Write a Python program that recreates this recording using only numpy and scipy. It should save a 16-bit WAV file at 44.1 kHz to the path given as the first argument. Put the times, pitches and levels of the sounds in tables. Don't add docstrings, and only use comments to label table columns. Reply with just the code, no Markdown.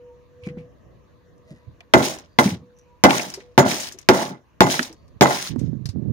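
import sys
import numpy as np
from scipy import signal
from scipy.fft import rfft, irfft
from scipy.io import wavfile

SR = 44100
rng = np.random.default_rng(int(sys.argv[2]) if len(sys.argv) > 2 else 0)


def inscribe(sig):
    pcm = np.round(np.clip(np.atleast_2d(sig).T, -1, 1) * 32767)
    wavfile.write(sys.argv[1], SR, pcm.astype(np.int16))


N = 269892

# (start_s, modes_db, crack_db, upper_shell_tilt_db_per_octave, steel_db, upper_steel_above_lower_db,
#  scratch_db, rocking_db, rocking_fade_db_per_s, rocking_length_s)
BLOWS = [(1.937, -1.5, -5, 7.5, -2.5, -1.5, -24, -9, 146.5, 0.3),
         (2.387, -12, -12, 11, -3.5, -14, -19, -15, 183.5, 0.15),
         (3.038, -5.5, 1.5, 4, -2, -5, -22.5, -9, 128, 0.58),
         (3.578, 2, -5, 0.8, -8.5, 11.5, -18, -9, 129.5, 0.34),
         (4.088, -1, 2, 2, 1, -11, -22, -13, 109, 0.26),
         (4.606, -2.5, 0.5, 2.5, -4, 6, -21, -11, 137.5, 0.3),
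         (5.2099, -7, -2.5, -1.5, 6, 8, -18, -9.5, 137.5, 0.48)]
CONTACT_S = 0.008
SILENT_DB = -110


def amp(db):
    return 10 ** (np.asarray(db) / 20)


def rms_one(x):
    return x / np.sqrt(np.mean(x ** 2) + 1e-20)


def since(s):
    return np.arange(N) / SR - s


def at_hz(points, hz):
    pitch_hz, level_db = np.array(points).T
    return np.interp(np.log(hz), np.log(pitch_hz), level_db)


def butter(x, hz, kind, order=2):
    return signal.sosfilt(signal.butter(order, hz, kind, fs=SR, output="sos"), x)


def colour(x, points):
    hz = np.maximum(np.fft.rfftfreq(N, 1 / SR), 1)
    return irfft(rfft(x) * amp(at_hz(points, hz)), N)


def drift(rate):
    r = np.exp(-2 * np.pi * rate / SR)
    wander = signal.lfilter([1], [1, -2 * r, r * r], rng.standard_normal(N + SR))
    return rms_one(wander[SR:])


def ring(clicks, hz, t60):
    r, w = amp(-60 / (t60 * SR)), 2 * np.pi * hz / SR
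    return signal.lfilter([0, np.sin(w)], [1, -2 * r * np.cos(w), r * r], clicks + 1e-18)


def grains(per_s, spread_db):
    clicks = rng.random(N) < per_s / SR
    size = amp(spread_db * np.minimum(rng.exponential(1, N), 4))
    return clicks * size * rng.choice([-1, 1], N)


def ports(x, other, alike, lag):
    alike = np.clip(alike, 0, 1)
    far = alike * x + np.sqrt(1 - alike ** 2) * other
    return np.array([x, np.roll(far, round(lag))])


def add(out, s, sound):
    i = round(s * SR)
    out[:, i:i + sound.shape[-1]] += sound[..., :N - i]


def column(tables, index, fade=0.0054):
    rows = []
    for table in tables:
        rows.append((table[0][0] - fade, SILENT_DB))
        rows += [(row[0], row[index]) for row in table]
        rows.append((table[-1][0] + 8 * fade, SILENT_DB))
    s, value = np.transpose(sorted(rows))
    return np.interp(np.arange(N) / SR, s, value)


def swell(s, db, rise, fall):
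    foot_db = db - 27
    times = [-rise - .005, -rise, 0, fall, fall + .04]
    return np.interp(since(s), times, [SILENT_DB, foot_db, db, foot_db, SILENT_DB])


def cracks():
    # (pitch_hz, level_db_per_hz), relative
    crack_colour = [(710, -31.5), (1200, -3.5), (4650, -12), (5410, -7.5), (9310, -35.5), (13000, -33),
                    (14800, -18), (16000, -25)]
    out, t = np.zeros((2, N)), np.arange(2000) / SR
    noise = rms_one(ports(*colour(rng.standard_normal((2, N)), crack_colour), 0.35, 3.7))
    attack = np.minimum(t / 0.00031, 1)
    fade = amp(-60 * t / 0.016) + 0.16 * amp(-60 * t / 0.089)
    push = amp(-1.5 - 60 * t / 0.018) * np.sin(2 * np.pi * 230 * t)
    for s, _, crack_db, *_ in BLOWS:
        i = round(s * SR)
        add(out, s - .0002, amp(crack_db) * attack * fade * noise[:, i:i + 2000])
        add(out, s + 0.00029, push * np.ones((2, 1)))
    return out


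def rocking_db():
    jolt_db, jolt_fall_db_s, rest_fall_db_s = 7, 328, 250
    out = np.full(N, float(SILENT_DB))
    for s, *_, db, fall, length in BLOWS:
        t = since(s + CONTACT_S)
        lost_db = np.minimum(fall * t, jolt_fall_db_s * t - jolt_db)
        level = db - lost_db - rest_fall_db_s * np.maximum(t - length, 0)
        out = np.where(t > 0, level, out)
    return out


def shell():
    # (pitch_hz, level_db relative, ring_t60_s when struck)
    plastic_modes = [(139.4, -11, 0.22), (199.1, 3, 0.033), (254.9, -9.5, 0.24), (282, -3, 0.064),
                     (363.6, -3, 0.12), (477, -10, 0.073), (579, -2.5, 0.071), (657.3, -4.5, 0.082),
                     (719, -2.5, 0.055), (856.4, -0.5, 0.066), (1023, 1, 0.021), (1160, -11.5, 0.012),
                     (1400, -7, 0.067), (1578, -8, 0.044), (1830, -17.5, .05), (2048, -11.5, 0.045),
                     (2700, -21, 0.01), (3360, -17.5, 0.014)]
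    # (pitch_hz, level_db relative, ring_t60_s)
    steel_modes = [(5800, -26.5, .045), (6940, -21, 0.11)]
    # (start_s, level_db relative, upper_tilt_db_per_octave)
    bounces = [(1.965, -6.5, 1), (2.005, -17, 5.5), (3.051, -1, 6.5), (3.195, -23, 1), (3.66, -8.5, -0.5),
               (4.221, -14, -0.5), (4.308, -26.5, -7.5), (4.669, -11, 2.5), (4.741, -27, 10),
               (5.226, -7.5, 6), (5.308, -15, 2)]
    # (pitch_hz, left_minus_right_db)
    lean = [(125, 0.5), (250, 4), (500, 0), (1000, -3), (2000, -0.5), (4000, -1.5)]
    push_hz = 300
    rebound_s = .017

    s, modes_db, _, upper_db, steel_db, high_db, *_ = np.transpose(BLOWS)
    again_s, again_db, again_upper_db = np.transpose(bounces)
    out, rocking = np.zeros((2, N)), np.zeros((2, N))
    knocks = ports(grains(700, 6.5), grains(700, 8.0), 0.9, 0)
    for k, (hz, level_db, t60) in enumerate(plastic_modes + steel_modes):
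        plastic = k < len(plastic_modes)
        steel_number = max(k - len(plastic_modes), 0)
        octaves = np.log2(hz / 450)
        spot_db = upper_db * octaves if plastic else steel_db + high_db * steel_number
        hit_db = modes_db + level_db - 4.0 + spot_db + rng.normal(0, 1.3, len(s))
        late = rng.integers(0, 110, len(s)) * (hz > push_hz)
        at = ((s + rebound_s * steel_number) * SR).astype(int) + late
        sign = np.where(hz > push_hz, rng.choice([-1, 1], len(s)), 1)
        hits = np.zeros(N)
        hits[at] = amp(hit_db) * sign
        if plastic:
            bounce_db = again_db + level_db - 8.5 + again_upper_db * octaves
            bounce_at = (again_s * SR).astype(int) + k
            hits[bounce_at] = amp(bounce_db) * rng.choice([-1, 1], len(again_s))
        lag = round(min(hz / 140, 14.5) + 5.5 * rng.uniform(-0.85, 1))
        sides = amp(at_hz(lean, hz) / 2 * np.array([[1], [-1]]))
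        struck = ring(hits, hz, t60)
        out += sides * [struck, np.roll(struck, lag)]
        if plastic:
            rocked = amp(level_db) * ring(np.roll(knocks, 997 * k, 1), hz, 0.52 * t60)
            rocking += sides * [rocked[0], np.roll(rocked[1], lag)]
    return out + amp(rocking_db()) * rms_one(rocking)


def grating_db():
    # (start_s, gather_s, peak_db, slide_s, sag_db_per_s)
    # start_s begins the gathering; levels are before the treble dulls
    skids = [(1.98, 0.089, -24.5, 0.14, 158.5), (2.415, 0.023, -27.5, 0.064, 32.5),
             (3.085, .088, -22.5, 0.96, 138), (3.67, .045, -22, 0.18, 90), (3.98, .006, -48, .05, 221.5),
             (4.123, 0.028, -25.5, 0.14, 66), (4.679, 0.039, -23, 0.16, 101),
             (5.272, .068, -24.5, 0.14, 62.5), (5.588, 0.01, -49.5, 0.1, 117.5)]
    scratch_fall_db_s, gather_db, stop_fall_db_s = 423.5, 8.5, 353.5
    out = np.full(N, float(SILENT_DB))
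    for s, *_, db, _, _, _ in BLOWS:
        t = since(s + CONTACT_S)
        out = np.maximum(out, np.where(t > 0, db - scratch_fall_db_s * t, SILENT_DB))
    for s, rise, db, length, sag in skids:
        t = since(s + rise)
        level = db + gather_db * np.minimum(t / rise, 0)
        level = level - sag * np.clip(t, 0, length)
        level = level - stop_fall_db_s * np.maximum(t - length, 0)
        out = np.maximum(out, np.where(t > -rise - .02, level, SILENT_DB))
    return out


def grating():
    # (pitch_hz, level_db_per_hz), relative
    grit_colour = [(590, -28.5), (1000, -3.5), (1260, -11), (2100, -4), (3380, -4), (3800, -2.5),
                   (5380, -3.5), (6040, 0.5), (7350, -9), (10500, -11), (13800, -18), (14900, -14),
                   (16000, -4.5)]
    dull_hz, bright_db, dulling = 7000, -37, 0.56
    level_db = grating_db()
    per_s = np.clip(7000 * amp(.9 * (level_db + 36)), 500, 7000)
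    sides = []
    for _ in range(2):
        fine = rms_one(grains(per_s, 2.5) * np.sqrt(7000 / per_s))
        bits = 0
        for hz in np.geomspace(1300, 9000, 8):
            bits = bits + ring(grains(70, 4.0), hz, 14 / hz) * hz ** .5
        sides.append(colour(fine + .55 * rms_one(bits), grit_colour))
    flurry = amp(1.6 * drift(70))
    grit = rms_one(ports(*sides, 0.39, 26.0))
    for hz in (2500, 5000):
        under = butter(grit, hz, "low")
        grit = under + (grit - under) * amp(1.4 * drift(15))
    low = butter(grit, dull_hz, "low")
    treble = (grit - low) * amp(dulling * np.minimum(level_db - bright_db, 0))
    return amp(level_db) * flurry * (low + treble)


def ticks():
    # (start_s, level_db relative, pitch_hz, fade_t60_s, left_minus_right_db)
    # the chip modes also have a 0.022 s fade of their own
    contacts = [(0.436, -46, 2600, 0.14, -7), (0.466, -43, 1770, 0.053, 0), (0.583, -50.5, 2270, 0.16, 1),
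                (0.487, -39.5, 2060, 0.093, 1), (1.38, -65, 5950, .03, 0), (1.806, -33.5, 2330, 0.026, 2),
                (2.1865, -37.5, 6070, 0.042, 1), (2.787, -55, 6200, 0.047, -3.5),
                (3.0954, -20, 2480, 0.019, 9), (3.107, -10, 2400, 0.02, 11.5), (3.196, -19, 2300, 0.038, 5),
                (3.301, -30, 6000, 0.038, -2), (3.3392, -26.5, 5100, 0.086, 3),
                (3.405, -41.5, 1980, 0.079, 1), (3.8, -27, 6560, 0.16, 2.0), (3.832, -28, 4900, 0.11, 5),
                (3.888, -31, 4970, 0.014, 7), (3.922, -34.5, 5960, 0.083, 3),
                (3.9875, -35.5, 5870, 0.048, 8), (4.793, -5, 1690, 0.021, -6.5),
                (4.8287, -22, 5040, 0.055, 2), (4.927, -41, 5550, 0.048, 1), (5.08, -58.5, 4970, 0.054, 0),
                (5.2577, -5, 1080, 0.028, -1), (5.3066, -22.5, 1670, 0.098, 14),
                (5.473, -25, 4200, 0.035, 0), (5.561, -34, 874, 0.022, -11), (5.591, -42, 5850, 0.091, 5),
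                (2.137, -37, 6550, 0.077, 7), (4.0138, -45, 6130, 0.042, -3),
                (5.8564, -31, 4830, 0.069, 3.5), (5.8895, -35.5, 4600, 0.087, 0)]
    # (multiple_of_pitch, level_db relative)
    chip_modes = [(0.999, -0.5), (2.1, -14.5)]
    out, t = np.zeros((2, N)), np.arange(3000) / SR
    t_sides = t - np.array([[0], [.0003]])
    for s, db, hz, t60, pan_db in contacts:
        noise = ports(*rng.standard_normal((2, 3000)), 0.23, 14.5)
        broad = butter(butter(noise, 760, "high"), min(1.52 * hz, 14000), "low")
        clack = 0
        for ratio, mode_db in chip_modes:
            tone = np.sin(2 * np.pi * min(hz * ratio, 15000) * t_sides)
            clack = clack + amp(mode_db - 60 * t / 0.022) * tone
        around = rms_one(butter(noise, [hz * 0.77, hz * 1.214], "band"))
        burst = 0.77 * around + 1.25 * broad + 1.55 * clack
        sides = amp(db - 4.0 + np.array([[pan_db], [-pan_db]]) / 2)
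        add(out, s, sides * amp(-60 * t / max(t60, .005)) * burst)
    return out


def thumps():
    # (start_s, level_db relative, pitch_hz, fade_t60_s)
    # the tone fades faster still, through a second fade of 0.34 s
    knocks = [(0.426, -38, 91.5, 0.26), (0.467, -15, 186, 0.081), (0.5, -29.5, 146, 0.42),
              (0.5699, -13.5, 204, 0.039), (.585, -28.5, 157, 0.23), (1.507, -33.5, 166.4, 0.24),
              (1.522, -28.5, 169, 0.1), (1.679, -34.5, 116, 0.18), (1.805, -42, 700, 0.069),
              (2.455, -9.5, 206, 0.19), (2.518, -19.5, 170.5, 0.34), (3.372, -29.5, 391, 0.13),
              (3.941, -38.5, 368, 0.21), (4.791, -16, 246, 0.13), (4.899, -36, 325, 0.19)]
    out, t = np.zeros((2, N)), np.arange(12000) / SR
    for s, db, hz, t60 in knocks:
        noise = ports(*rng.standard_normal((2, 12000)), 0.94, 0)
        rough = rms_one(butter(noise, [hz * 0.5, hz * 1.46], "band"))
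        tone = np.sin(2 * np.pi * hz * t) * amp(-60 * t / 0.34) + 0.35 * rough
        fade = amp(db - 60 * t / max(t60, .02))
        add(out, s, fade * np.minimum(t / 0.0057, 1) * tone)
    return out


def scuffs():
    # (peak_s, level_db relative, scrape_pitch_hz, swell_s, fade_s)
    strokes = [(.47, -41.5, 2340, 0.052, 0.025), (.588, -57, 2270, 0.028, 0.086),
               (1.494, -60, 1940, 0.043, 0.25), (1.5, -53.5, 619, 0.066, .15), (1.5, -87, 5950, .05, 0.073),
               (1.52, -70, 4800, 0.036, 0.08), (2.328, -68.5, 4650, 0.068, 0.13),
               (4.98, -68, 4500, 0.12, .2), (2.796, -62, 5900, 0.06, 0.065)]
    grit, out = ports(grains(1000, 4.0), grains(1000, 5.0), 0.97, 7.9), 0
    broad = rms_one(butter(grit, [800, 6500], "band"))
    for s, db, hz, rise, fall in strokes:
        scrape = rms_one(butter(grit, [hz * .96, hz * 1.04], "band"))
        out = out + amp(swell(s, db, rise, fall)) * (.35 * broad + scrape)
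    return out


def wind():
    # (time_s, level_db)
    gust_curve = [(5.484, -55), (5.512, -20), (5.706, -20), (5.9, -42), (5.922, -46.5), (5.962, -15),
                  (5.994, -27.5), (6.082, -17), (6.12, -23)]
    # (start_s, level_db before a low-pass, settled_pitch_hz)
    buffets = [(5.504, -13.5, 101.5), (5.56, -10.5, 232), (5.588, -18.5, 103), (5.615, -8, 155),
               (5.731, -15.5, 210), (5.655, -19.5, 150), (5.679, -13, 131), (5.766, -17, 119.5),
               (5.82, -19, 118), (5.855, -13, 124.3), (5.889, -12, 96.6), (5.96, -14, 217),
               (6.03, -20.5, 194), (6.058, -9, 145), (6.082, -24, 160)]
    lee_db = -30
    push = rng.standard_normal((2, N)) * amp(3.8 * np.array([drift(30), drift(30)]))
    push = rms_one(butter(butter(push, [90, 190], "band", order=1), 290, "low", order=3))
    gust = column([gust_curve], index=1)
    out, t = push * amp([gust + lee_db, gust]), np.arange(3000) / SR
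    for s, db, hz in buffets:
        falling = np.sin(2 * np.pi * hz * (t + 0.0016 * (1 - np.exp(-t / 0.0058))))
        soft = butter(falling, min(4.2 * hz, 900), "low", order=3)
        add(out, s, amp(db - 60 * t / 0.079) * soft * amp([[-26], [0]]))
    return out


def hum():
    # (time_s, rms_level_db)
    hum_curves = [
        [(0.0, -47), (0.088, -45), (0.282, -61), (0.48, -40.5), (0.638, -44.5), (0.78, -70), (1.512, -60.5),
         (1.832, -72), (1.88, -57)],
        [(2.62, -53.5), (2.954, -63), (2.98, -65)],
        [(3.42, -51.5), (3.514, -52), (3.53, -54.5)],
    ]
    # (peak_s, rms_level_db, pitch_hz)
    whines = [(.11, -58, 936), (1.64, -64.5, 974), (2.93, -57, 975)]
    hz_now = 490 + 1.3 * drift(5)
    tone = np.sin(2 * np.pi * np.cumsum(hz_now) / SR) * amp(column(hum_curves, index=1))
    waver = np.cumsum(12 * drift(13)) / SR
    for s, db, hz in whines:
        level_db = db - 202 * np.abs(since(s))
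        tone = tone + np.sin(2 * np.pi * (hz * since(s) + waver)) * amp(level_db)
    return np.sqrt(2) * ports(tone, 0, 1.0, 3.3)


def air():
    # (pitch_hz, level_db_per_hz), relative
    air_colour = [(15, -47.5), (25, -36), (53, -4), (153, -11), (195, -16), (373, -17.5), (427, -21),
                  (489, -15), (734, -20), (962, -21), (1520, -23.5), (6560, -39.5), (16000, -79)]
    # (peak_s, level_db, swell_s, fade_s)
    rumbles = [(1.68, -34.5, 0.014, 0.18), (5.16, -38, 0.15, .03)]
    wash = rms_one(ports(*colour(rng.standard_normal((2, N)), air_colour), 0.21, 0))
    edges = np.geomspace(800, 12800, 7)
    wavering_treble = 0
    for low_hz, high_hz in zip(edges, edges[1:]):
        band = butter(wash, [low_hz, high_hz], "band")
        wavering_treble = wavering_treble + band * amp(1.1 * drift(12))
    wash = butter(wash, edges[0], "low") * amp(2.0 * drift(3)) + wavering_treble
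    lumps = amp(9 * np.array([drift(6.4), drift(21)]))
    rumble = rms_one(butter(lumps * rng.standard_normal((2, N)), [45, 120], "band"))
    hiss = amp(-78.5) * butter(rng.standard_normal((2, N)), 11000, "high")
    swelling = sum(amp(swell(*rumble_row)) for rumble_row in rumbles)
    return hiss + amp(-53.5) * wash + swelling * rumble


def scene():
    hammering = butter(shell() + cracks(), 120, "high", order=3)
    near = hammering + grating() + ticks()
    dull = butter(near, 3000, "low")
    echo = amp(-17.5) * np.roll(dull[::-1], 430, 1) + amp(-24.0) * np.roll(dull, 1150, 1)
    return near + echo + scuffs() + thumps() + hum() + air() + wind()


def record(dry):
    flattened = dry / (1 + np.abs(dry / .86) ** 6) ** (1 / 6)
    x = butter(flattened, 52, "high", order=2)
    cutoff_hz = 16500
    return signal.sosfilt(signal.cheby2(12, 60, cutoff_hz, fs=SR, output="sos"), x)


dry = scene()
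out = record(dry)
inscribe(out)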